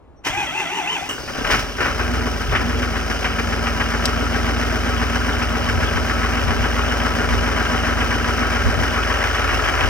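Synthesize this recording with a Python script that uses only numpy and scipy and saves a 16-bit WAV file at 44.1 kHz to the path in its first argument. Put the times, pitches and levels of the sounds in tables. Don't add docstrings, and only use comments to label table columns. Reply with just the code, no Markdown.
import sys
import numpy as np
from scipy import signal
from scipy.fft import rfft, irfft, next_fast_len
from scipy.io import wavfile
from scipy.ndimage import map_coordinates

SR = 44100
rng = np.random.default_rng(int(sys.argv[2]) if len(sys.argv) > 2 else 0)


def wav_out(sig):
    wavfile.write(sys.argv[1], SR, np.round(np.clip(np.atleast_2d(sig).T, -1, 1) * 32767).astype(np.int16))


N = 436149
TIME_S, FREQ_HZ = np.arange(N) / SR, np.fft.rfftfreq(N, 1 / SR)
CRANK_START_S, CRANK_END_S = .25, 1.083
IDLE_HZ = 58.7

# freq_hz, density_db
TRAFFIC_SPECTRUM = [(15, -34), (25, -22), (59, -8.5), (197, -24), (256, -19), (979, -28.5), (3470, -54.5),
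                    (10300, -68), (12000, -69), (15600, -88), (22000, -120)]
# start_s, end_s, first_hz, last_hz, level_db
PUMP_WHISTLES = [(0.157, 0.212, 5740, 5790, -66), (1.12, 1.508, 4440, 5200, -45),
                 (2.094, 4.702, 5050, 5100, -44)]
COMPRESSIONS_S = [.273, .496, .67, .838, .997, 1.25]
# mesh_multiple, level_db, roughness
GEAR_LINES = [(.42, -9, .6), (.9, -9, .55), (1, 0, .4), (1.9, -10, .4), (2, -5, .45), (2.8, -7, .45),
              (3, 2.5, .35), (4, -8, .45), (5, -2, .45), (7, -6, .6)]
# freq_hz, gain_db
WHINE_FILTER = [(880, 1), (1050, -3), (1500, -3), (2250, -5), (2650, -1), (3150, 0), (3450, -6),
                (3900, -24), (5000, -19), (6000, -13), (7500, -20)]
# centre_hz, width_hz, gain_db
HOUSING_MODES = [(2040, 90, 10), (2420, 160, 8), (2690, 90, 9), (3020, 110, 7), (5900, 450, 7.5),
                 (7450, 500, 4)]
# freq_hz, density_db
GRIND_SPECTRUM = [(40, -34), (80, -21), (120, -18), (170, -3), (220, -14), (300, -5), (560, -16), (850, -3),
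                  (1300, -9), (1800, -6.5), (3000, -12), (4200, -23.5), (5900, -18)]
RASP_SPECTRUM = [(8300, -26.5), (9500, -30), (15500, -35.5)]
# freq_hz, density_db
ENGINE_SPECTRUM = [(140, -13.5), (200, -5), (260, 0), (320, -5.5), (450, -7.5), (900, -5.5), (1400, -0.5),
                   (2300, -8.5), (3080, -21.5), (3400, -27), (4400, -30), (5200, -22.5), (6100, -27)]
SIZZLE_SPECTRUM = [(7350, -42), (8100, -38), (9500, -41.5), (12000, -43.5), (15500, -44)]
# centre_hz, width_hz, gain_db
PANEL_MODES = [(200, 31, -6), (335, 40, 3), (365, 30, 3), (420, 45, 6.5), (485, 90, 2), (568, 45, 5),
               (630, 45, 4), (680, 35, -6), (753, 45, 4.5), (915, 90, -7), (986, 45, 4), (1055, 55, -7),
               (1115, 55, 1.5), (1200, 130, -2), (1295, 60, 2.5), (1345, 50, -4), (1420, 90, 1),
               (1572, 75, 3), (1995, 70, -4), (2980, 420, 4.5), (3120, 120, 2.5), (3450, 110, 4),
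               (5250, 300, 2.5)]
# start_s, level_db, t60_s, tilt_db_per_oct, sizzle_db
JOLTS = [(0.2473, -30, 0.16, 12, 8), (0.265, -27, 0.19, 11, 8), (1.089, -27.5, 0.52, -0.5, 0),
         (1.179, -26.5, 0.12, -2, 0), (1.276, -26, 0.21, 1, 0), (1.35, -27.5, 0.41, 0.5, 2),
         (1.505, -17.5, 0.48, 7, 5), (1.589, -25.5, 0.17, 11, 9), (1.78, -23, 0.28, 0.5, 0),
         (1.803, -17, 0.22, 2.5, -2), (1.845, -19.5, 0.28, 2.5, -2), (1.9, -21.5, 0.074, 1, 0),
         (1.992, -18, 0.2, 1, 0), (2.261, -22, .1, 0, 0), (2.52, -20.5, 0.58, -0.5, 0),
         (2.549, -13.5, 0.15, 6.5, -12), (2.605, -21, 0.15, 1.5, 0), (2.824, -22, .12, 7, -10),
         (3.243, -18.5, .2, 7, -4), (3.385, -20.5, .14, 7, -9), (3.666, -18.5, .11, 6.5, -10),
         (3.802, -17.5, .12, 6.5, -12), (8.006, -19.5, .13, 7, -12)]
# start_s, level_db
LURCHES = [(.275, -28.5), (1.18, -37), (1.505, -26), (1.79, -31), (2.47, -20)]
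# freq_hz, density_db
RUMBLE_SPECTRUM = [(10, -55), (22, -32), (45, -5), (85, -6.5), (130, -7.5), (200, -23.5), (500, -97)]
# time_s, firing_hz
FIRING_RATE = [(1.05, 10), (1.25, 11), (1.38, 22), (1.55, 50), (1.85, 49), (2.0, 59), (2.17, 62.8),
               (2.33, 57), (2.52, 50), (2.66, 60.5), (2.77, 62.8), (2.95, 56.6), (3.15, 54.8), (3.45, 58.5),
               (3.85, 57.3), (4.2, 59.5), (5.05, 59.94), (5.7, 58.74), (8.9, 58.6), (9.45, 55), (9.7, 53)]
# time_s, effort_db
EFFORT = [(1.1, -16), (1.33, -4.5), (1.44, 0.5), (1.52, 7), (1.6, -4), (1.75, -13.5), (1.83, 0.5),
          (1.95, -5), (2.08, -3.5), (2.4, -5.5), (3.7, -3), (4.3, -2), (8.9, 0.28), (9.89, 3)]
# offset_firings, cold_db, warm_db
CYCLE_BLOWS = [(0, 5, 5), (.55, 1, -1), (.9, 2.5, 1.5), (1.7, -3, -3), (2.35, -1, -1.5), (3.25, -.5, 2),
               (4, -2.5, -3), (5.08, 1, -1.5), (5.98, 0, 4.5), (6.65, -2, -1.5), (7.1, .5, 1)]
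# time_s, boost_db
HARD_CYLINDER = [(1.5, -9), (2.72, -4), (2.8, 2), (3.25, 4.5), (3.85, 4.5), (4.2, 0.5), (9.8, -0.5)]
# cycle_multiple, level_db
EXHAUST_LINES = [(6, -22), (8, 6), (9, -13), (11, 1.5), (12, -13), (13, -5), (14, -18), (16, -10),
                 (34, -13), (38, -12), (45, -14), (57, -11), (60, -13)]
# centre_hz, width_hz, level_db
PIPE_MODES = [(174.8, 14, -6), (233.1, 23, 0), (305, 104, -14.5)]
# pitch_hz, level_db, t60_s
COVER_MODES = [(1293, 0, .14), (1425, -1.5, .12), (1580, -1, .1), (1690, -6, .07), (1890, -7, .05),
               (2100, -8, .04), (2330, -8, .045), (2915, -8.5, .08), (3065, -10.5, .08)]
# start_s, level_db
SNAP_HITS = [(4.0548, -10.5), (4.0562, -12), (4.0599, -21)]
# freq_hz, density_db
CRACK_SPECTRUM = [(1200, -18), (3000, -9), (4400, -4), (5200, 0), (6100, -6), (6900, -14), (9500, -16),
                  (14000, -26)]
# pitch_hz, level_db, t60_s
SNAP_MODES = [(3300, -17, .02), (4750, -9, .012), (5380, -2, .012), (5470, -13, .05), (5850, -13, .025),
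              (7720, -20, .045), (7950, -21, .04)]
# peak_s, level_db, length_s, centre_hz
GUSTS = [(5.767, -24.5, 0.2, 72), (5.97, -25, .1, 65), (6.486, -18.5, 0.09, 64), (6.62, -22, 0.09, 62),
         (7.36, -23.5, 0.14, 62), (8.054, -26, 0.12, 60), (8.682, -16.5, 0.07, 56), (8.8, -19, 0.05, 90),
         (9.62, -30, 0.4, 70), (9.86, -24, 0.12, 70)]
# freq_hz, density_db
GUST_SPECTRUM = [(12, -50), (25, -24), (45, -18), (70, -3.5), (110, -5), (180, -22), (300, -27), (800, -84)]
# freq_hz, coherence
PORT_COHERENCE = [(40, .8), (100, .7), (250, .72), (600, .78), (1400, .86), (3000, .8), (8000, .74),
                  (12000, .93)]
# freq_hz, lead_rad
PORT_LEAD = [(25, .5), (60, .8), (250, .9), (780, .85), (1300, .3), (1900, .6), (3000, 2.1), (3600, 2.2),
             (5400, .8), (7400, 2.2), (9000, 1), (12000, .1)]
# freq_hz, balance_db
PORT_BALANCE = [(380, -0.5), (700, 5), (1300, 4.5), (2400, -0.5), (8000, 0.5)]


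def amp(db):
    return 10 ** (np.asarray(db) / 20)


def unit_rms(x):
    return x / np.sqrt(np.mean(x ** 2) + 1e-20)


def spectrum(points, hz=FREQ_HZ):
    knots_hz, values = np.transpose(points)
    return np.interp(np.log(hz + 1), np.log(knots_hz + 1), values)


def resonances_db(modes):
    return sum(db / (1 + (2 * (FREQ_HZ - hz) / width_hz) ** 2) ** 2 for hz, width_hz, db in modes)


def curve(points):
    return np.interp(TIME_S, *np.transpose(points))


def ramp(start_s, length_s):
    return np.clip((TIME_S - start_s) / length_s, 0, 1)


def waver(rate_hz):
    knots = rng.standard_normal(2000)
    return unit_rms(map_coordinates(knots, [TIME_S * rate_hz], order=3, mode="wrap"))


def noise(samples=N):
    return rng.standard_normal((2, samples))


def shaped(x, gain_db):
    return unit_rms(irfft(rfft(x) * amp(gain_db), x.shape[-1]))


def add_at(out, start_s, sound):
    out[:, round(start_s * SR):][:, :sound.shape[-1]] += sound


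def bay_echo(x, t60_s=.13, wet_db=-2):
    t = np.arange(SR // 5) / SR
    tail = noise(len(t)) * amp(-60 * t / t60_s)
    tail *= amp(wet_db) / np.linalg.norm(tail[0])
    tail[0, 0] += 1
    return signal.fftconvolve(x[None], tail, axes=1)[:, :N] / np.sqrt(1 + amp(wet_db) ** 2)


def traffic(level_db=-48.5):
    return amp(level_db) * shaped(noise(), spectrum(TRAFFIC_SPECTRUM))


def fuel_pump(flutter=.007):
    out = np.zeros(N)
    for start_s, end_s, first_hz, last_hz, db in PUMP_WHISTLES:
        progress = ramp(start_s, end_s - start_s)
        hz = (first_hz + (last_hz - first_hz) * progress) * (1 + flutter * waver(120))
        out += amp(db) * np.sin(np.pi * progress) * np.sin(2 * np.pi * np.cumsum(hz) / SR)
    return bay_echo(out)


def compression(lag_s=0):
    stroke = np.interp(TIME_S - lag_s, COMPRESSIONS_S, np.arange(len(COMPRESSIONS_S)))
    return abs(np.cos(np.pi * stroke)) ** 2.6


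def gear_whine(mesh_cycles, level_db=-24.5, dip_db=5.5, chatter_db=2, pinion_teeth=11):
    tone = np.zeros(N)
    for multiple, db, roughness in GEAR_LINES:
        line = amp(db + chatter_db * waver(44.36)) * np.cos(2 * np.pi * multiple * mesh_cycles)
        tone += line * (1 + roughness * waver(130))
    tone *= 1 + .35 * np.cos(2 * np.pi * mesh_cycles / pinion_teeth)
    tone = shaped(tone, spectrum(WHINE_FILTER) + .5 * resonances_db(HOUSING_MODES))
    whine_db = level_db - dip_db * np.sqrt(compression(lag_s=.016))
    return bay_echo(tone * amp(whine_db) * ramp(CRANK_START_S, .043))


def gear_grind(mesh_cycles, cranked_s, level_db=-28.5, dip_db=4, clash_db=20.5, clash_s=.034):
    scrape = noise() * (1 + .35 * np.cos(2 * np.pi * mesh_cycles)) * amp(waver(300))
    scrape = shaped(scrape, spectrum(GRIND_SPECTRUM + RASP_SPECTRUM) + resonances_db(HOUSING_MODES))
    grind_db = level_db - dip_db * np.sqrt(compression(lag_s=.025))
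    grind_db += clash_db * np.exp(-cranked_s / clash_s)
    return scrape * amp(grind_db) * ramp(CRANK_START_S - .02, .042) ** 3


def starter(free_hz=782, climb_hz_per_s=375, flutter=.009, coast_s=.17):
    cranked_s = np.clip(TIME_S, CRANK_START_S, CRANK_END_S) - CRANK_START_S
    sag = (.223 + .17 * cranked_s) * compression()
    mesh_hz = (free_hz + climb_hz_per_s * cranked_s) * (1 - sag)
    mesh_cycles = np.cumsum(mesh_hz * (1 + flutter * waver(250))) / SR
    fade = 1 - ramp(COMPRESSIONS_S[-2], coast_s)
    return gear_whine(mesh_cycles) * fade ** 2 + gear_grind(mesh_cycles, cranked_s) * fade


def engine_colour_db():
    return spectrum(ENGINE_SPECTRUM + SIZZLE_SPECTRUM) + resonances_db(PANEL_MODES)


def jolts(rise_s=.002):
    out, t = np.zeros((2, N)), np.arange(SR // 2) / SR
    hz = np.fft.rfftfreq(len(t), 1 / SR)
    colour_db = np.interp(hz, FREQ_HZ, engine_colour_db())
    octaves = np.log2(np.clip(hz, 200, 3000) / 1000)
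    treble = np.clip((hz - 3300) / 1200, 0, 1)
    for start_s, db, t60_s, tilt_db_per_oct, sizzle_db in JOLTS:
        rattle = shaped(noise(len(t)), colour_db + tilt_db_per_oct * octaves + sizzle_db * treble)
        add_at(out, start_s, rattle * amp(db - 60 * t / t60_s) * (1 - np.exp(-t / rise_s)))
    return out


def lurches(t60_s=.72):
    rocking = sum(amp(db - 60 * np.maximum(TIME_S - start_s, 0) / t60_s) * ramp(start_s, .029)
                  for start_s, db in LURCHES)
    return shaped(noise(), spectrum(RUMBLE_SPECTRUM)) * rocking


def blow_timing(firings, warm_from_s=6.5, warm_over_s=1):
    hard_db, warmth = curve(HARD_CYLINDER), ramp(warm_from_s, warm_over_s)
    for k, (offset, cold_db, warm_db) in enumerate(CYCLE_BLOWS):
        at = np.flatnonzero(np.diff(np.floor((firings - offset) / 8)) > 0)
        yield at, cold_db + (warm_db - cold_db) * warmth[at] + (k == 0) * hard_db[at]


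def blows(firings, t60_s, rattle_share, spread_db, contrast, floor, jitter_s=.00013, rise_s=.0014):
    t = np.arange(SR // 6) / SR
    decay = amp(-60 * t / t60_s) * (1 - np.exp(-t / rise_s))
    decay /= np.linalg.norm(decay)
    ringing, power = np.zeros((2, N + SR)), np.zeros(N + SR)
    for at, db in blow_timing(firings):
        lateness, strength = rng.standard_normal((100, 2))[:len(at)].T
        starts = np.abs(at + lateness * jitter_s * SR).astype(int)
        gains = amp(contrast * db + spread_db * np.minimum(strength, 1.5))
        path = noise(len(t)) * decay
        for i, gain in zip(starts, gains):
            ringing[:, i:i + len(t)] += gain * path
            power[i:i + len(t)] += (gain * decay) ** 2
    rattle = unit_rms(noise() * np.sqrt(power[:N] / power[:N].mean() + floor ** 2))
    return np.sqrt(1 - rattle_share) * unit_rms(ringing[:, :N]) + np.sqrt(rattle_share) * rattle


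def clatter(firings, effort_db, thud_db=-28, knock_db=-26.5, tick_db=-36, rumble_db=-8.5):
    above_low, above_mid, above_high = (1 / (1 + (hz / (FREQ_HZ + 1)) ** 8) for hz in (130, 900, 4000))
    bands = above_low - above_mid, above_mid - above_high, above_high
    colour_db = engine_colour_db()
    low_db, mid_db, high_db = (colour_db + 10 * np.log10(abs(band) + 1e-12) for band in bands)
    grit = amp(1.2 * waver(350))
    thud = blows(firings, t60_s=.12, rattle_share=.41, spread_db=2, contrast=.33, floor=1)
    knock = blows(firings, t60_s=.11, rattle_share=.3, spread_db=2.1, contrast=.72, floor=.5)
    tick = blows(firings, t60_s=.1, rattle_share=.8, spread_db=3, contrast=.3, floor=2.3)
    rumble = amp(rumble_db) * shaped(noise(), spectrum(RUMBLE_SPECTRUM))
    out = (shaped(thud, low_db) + rumble) * amp(thud_db + .69 * effort_db)
    out += shaped(grit * knock, mid_db) * amp(knock_db + .99 * effort_db)
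    out += shaped(grit * tick, high_db) * amp(tick_db + .34 * effort_db)
    return out * ramp(.97, .038)


def pinion_release(start_s=1.089, level_db=-29, t60_s=.37):
    ring = shaped(noise(), resonances_db([(2900, 980, 29.5), (5970, 880, 18), (7680, 3500, 12)]))
    return ring * amp(level_db - 60 * np.maximum(TIME_S - start_s, 0) / t60_s) * ramp(start_s, .0027)


def firing_note(firings, wander=.06):
    out = np.zeros(N)
    for multiple, db in EXHAUST_LINES:
        phase = 2 * np.pi * (multiple * firings / 8 + rng.random())
        in_phase = np.cos(phase) * (1 + wander * waver(5))
        quadrature = np.sin(phase) * wander * waver(6.3)
        out += amp(db) * (in_phase + quadrature)
    return unit_rms(out)


def pipe_drone(firings, lope_s=.00065, spread=.07):
    at = np.flatnonzero(np.diff(np.floor(firings)) > 0)
    delay_s = lope_s * (1 + np.cos(2 * np.pi * np.floor(firings[at + 1]) / 8))
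    pulses = np.zeros(N + SR)
    pulses[at + (delay_s * SR).astype(int)] = 1 + spread * rng.standard_normal(len(at))
    pipe = sum(amp(db) / (1 + 1j * (FREQ_HZ - hz) / width_hz) ** 2 for hz, width_hz, db in PIPE_MODES)
    return unit_rms(irfft(rfft(pulses[:N]) * pipe, N))


def exhaust(firings, firing_hz, effort_db, even_from_s=2.03, catching_db=-38.5, ease_db_per_s=.22):
    over_idle_hz = firing_hz - IDLE_HZ
    note_db = -24 + .54 * over_idle_hz + .27 * effort_db
    running_db = -31 + 1.4 * over_idle_hz - ease_db_per_s * (TIME_S - even_from_s)
    drone_db = catching_db + (running_db - catching_db) * ramp(even_from_s, .023)
    return (firing_note(firings) * amp(note_db) + pipe_drone(firings) * amp(drone_db)) * ramp(1.19, .15)


def covers(firings, effort_db, level_db=-32, spread_db=4.5):
    at, blow_db = map(np.concatenate, zip(*blow_timing(firings)))
    out = np.zeros((2, N))
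    for hz, db, t60_s in COVER_MODES:
        strength, phase = rng.standard_normal((1000, 2, 2))[:len(at)].T
        kick_db = .4 * blow_db + spread_db * np.minimum(strength, 1.5)
        kicks = np.zeros((2, N), complex)
        kicks[:, at] = amp(kick_db) * np.exp(2j * np.pi * phase)
        pole = np.exp((2j * np.pi * hz - np.log(1000) / t60_s) / SR)
        out += amp(db) * unit_rms(signal.lfilter([1], [1, -pole], kicks + 1e-18).real)
    return unit_rms(out) * amp(level_db + effort_db) * ramp(1.2, .3)


def clinks(firing_hz, effort_db, rate_hz=60, pitch_hz=2750, t60_s=.04, level_db=-42, modes=5):
    out, t = np.zeros((2, N + SR)), np.arange(SR // 16) / SR
    attack = 1 - np.exp(-t / .0002)
    for strength, *detune in rng.standard_normal((round(rate_hz * N / SR), 1 + modes)):
        hz = pitch_hz * (1 + .11 * np.array(detune))[:, None]
        ring = np.sin(2 * np.pi * (hz * t + rng.random((2, modes, 1)))).sum(1)
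        add_at(out, rng.integers(N) / SR, ring * amp(2 * min(strength, 2) - 60 * t / t60_s) * attack)
    shake_db = np.clip(IDLE_HZ - firing_hz, 0, 4)
    return unit_rms(out[:, :N]) * amp(level_db + effort_db + shake_db) * ramp(1.2, .3)


def snap(decay_s=.0011, echo_db=-15, echo_t60_s=.05):
    out, t = np.zeros((2, N)), np.arange(SR // 10) / SR
    crack_db = spectrum(CRACK_SPECTRUM, np.fft.rfftfreq(len(t), 1 / SR))
    envelope = (1 - np.exp(-t / .0002)) * (np.exp(-t / decay_s) + amp(echo_db - 60 * t / echo_t60_s))
    for start_s, hit_db in SNAP_HITS:
        crack = shaped(noise(len(t)), crack_db) * envelope
        ring = sum(amp(db - 60 * t / t60_s) * np.sin(2 * np.pi * (hz * t + rng.random((2, 1))))
                   for hz, db, t60_s in SNAP_MODES)
        add_at(out, start_s, amp(hit_db) * (crack + ring))
    return out


def wind(gain_db=2):
    out, t = np.zeros((2, N + SR)), np.arange(SR) / SR - .5
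    hz = np.arange(SR // 2 + 1)
    for peak_s, db, length_s, centre_hz in GUSTS:
        gust = shaped(noise(SR), spectrum(GUST_SPECTRUM, hz * 70 / centre_hz))
        add_at(out, peak_s - .5, gust * amp(db + gain_db) * np.exp(-(2 * t / length_s) ** 2))
    return out[:, :N]


def thin_boom(engine, band_hz=(110, 290), gain_db=-4.5, start_s=8.8, over_s=.3):
    boom = signal.sosfiltfilt(signal.butter(2, band_hz, "bandpass", fs=SR, output="sos"), engine)
    return engine - boom * (1 - amp(gain_db * ramp(start_s, over_s)))


def mic_ports(pair):
    size = next_fast_len(N + SR // 2)
    hz = np.fft.rfftfreq(size, 1 / SR)
    coherence, lead_rad = spectrum(PORT_COHERENCE, hz), spectrum(PORT_LEAD, hz)
    direct, scattered = rfft(pair, size)
    direct *= np.sqrt(1 + coherence)
    scattered *= np.sqrt(1 - coherence)
    skew = np.exp(.5j * lead_rad) * amp(spectrum(PORT_BALANCE, hz) / 2)
    stereo = np.array([(direct + scattered) * skew, (direct - scattered) / skew])
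    return irfft(stereo / np.sqrt(1 + coherence * np.cos(lead_rad)), size)[:, :N]


def scene(hard_knock_s=4.074):
    firing_hz, effort_db = curve(FIRING_RATE), curve(EFFORT)
    firings = np.cumsum(firing_hz) / SR
    firings -= np.interp(hard_knock_s, TIME_S, firings)
    engine = clatter(firings, effort_db) + covers(firings, effort_db)
    engine += clinks(firing_hz, effort_db) + jolts()
    engine[0] += exhaust(firings, firing_hz, effort_db)
    truck = starter() + lurches() + pinion_release() + fuel_pump() + thin_boom(engine) + snap()
    return mic_ports(truck + traffic()) + wind()


def record(dry, cutoff_hz=15900):
    lowpass = signal.firwin(511, cutoff_hz, window=("kaiser", 9), fs=SR)
    return signal.oaconvolve(dry, lowpass[None], "same")


dry = scene()
out = record(dry)
wav_out(out)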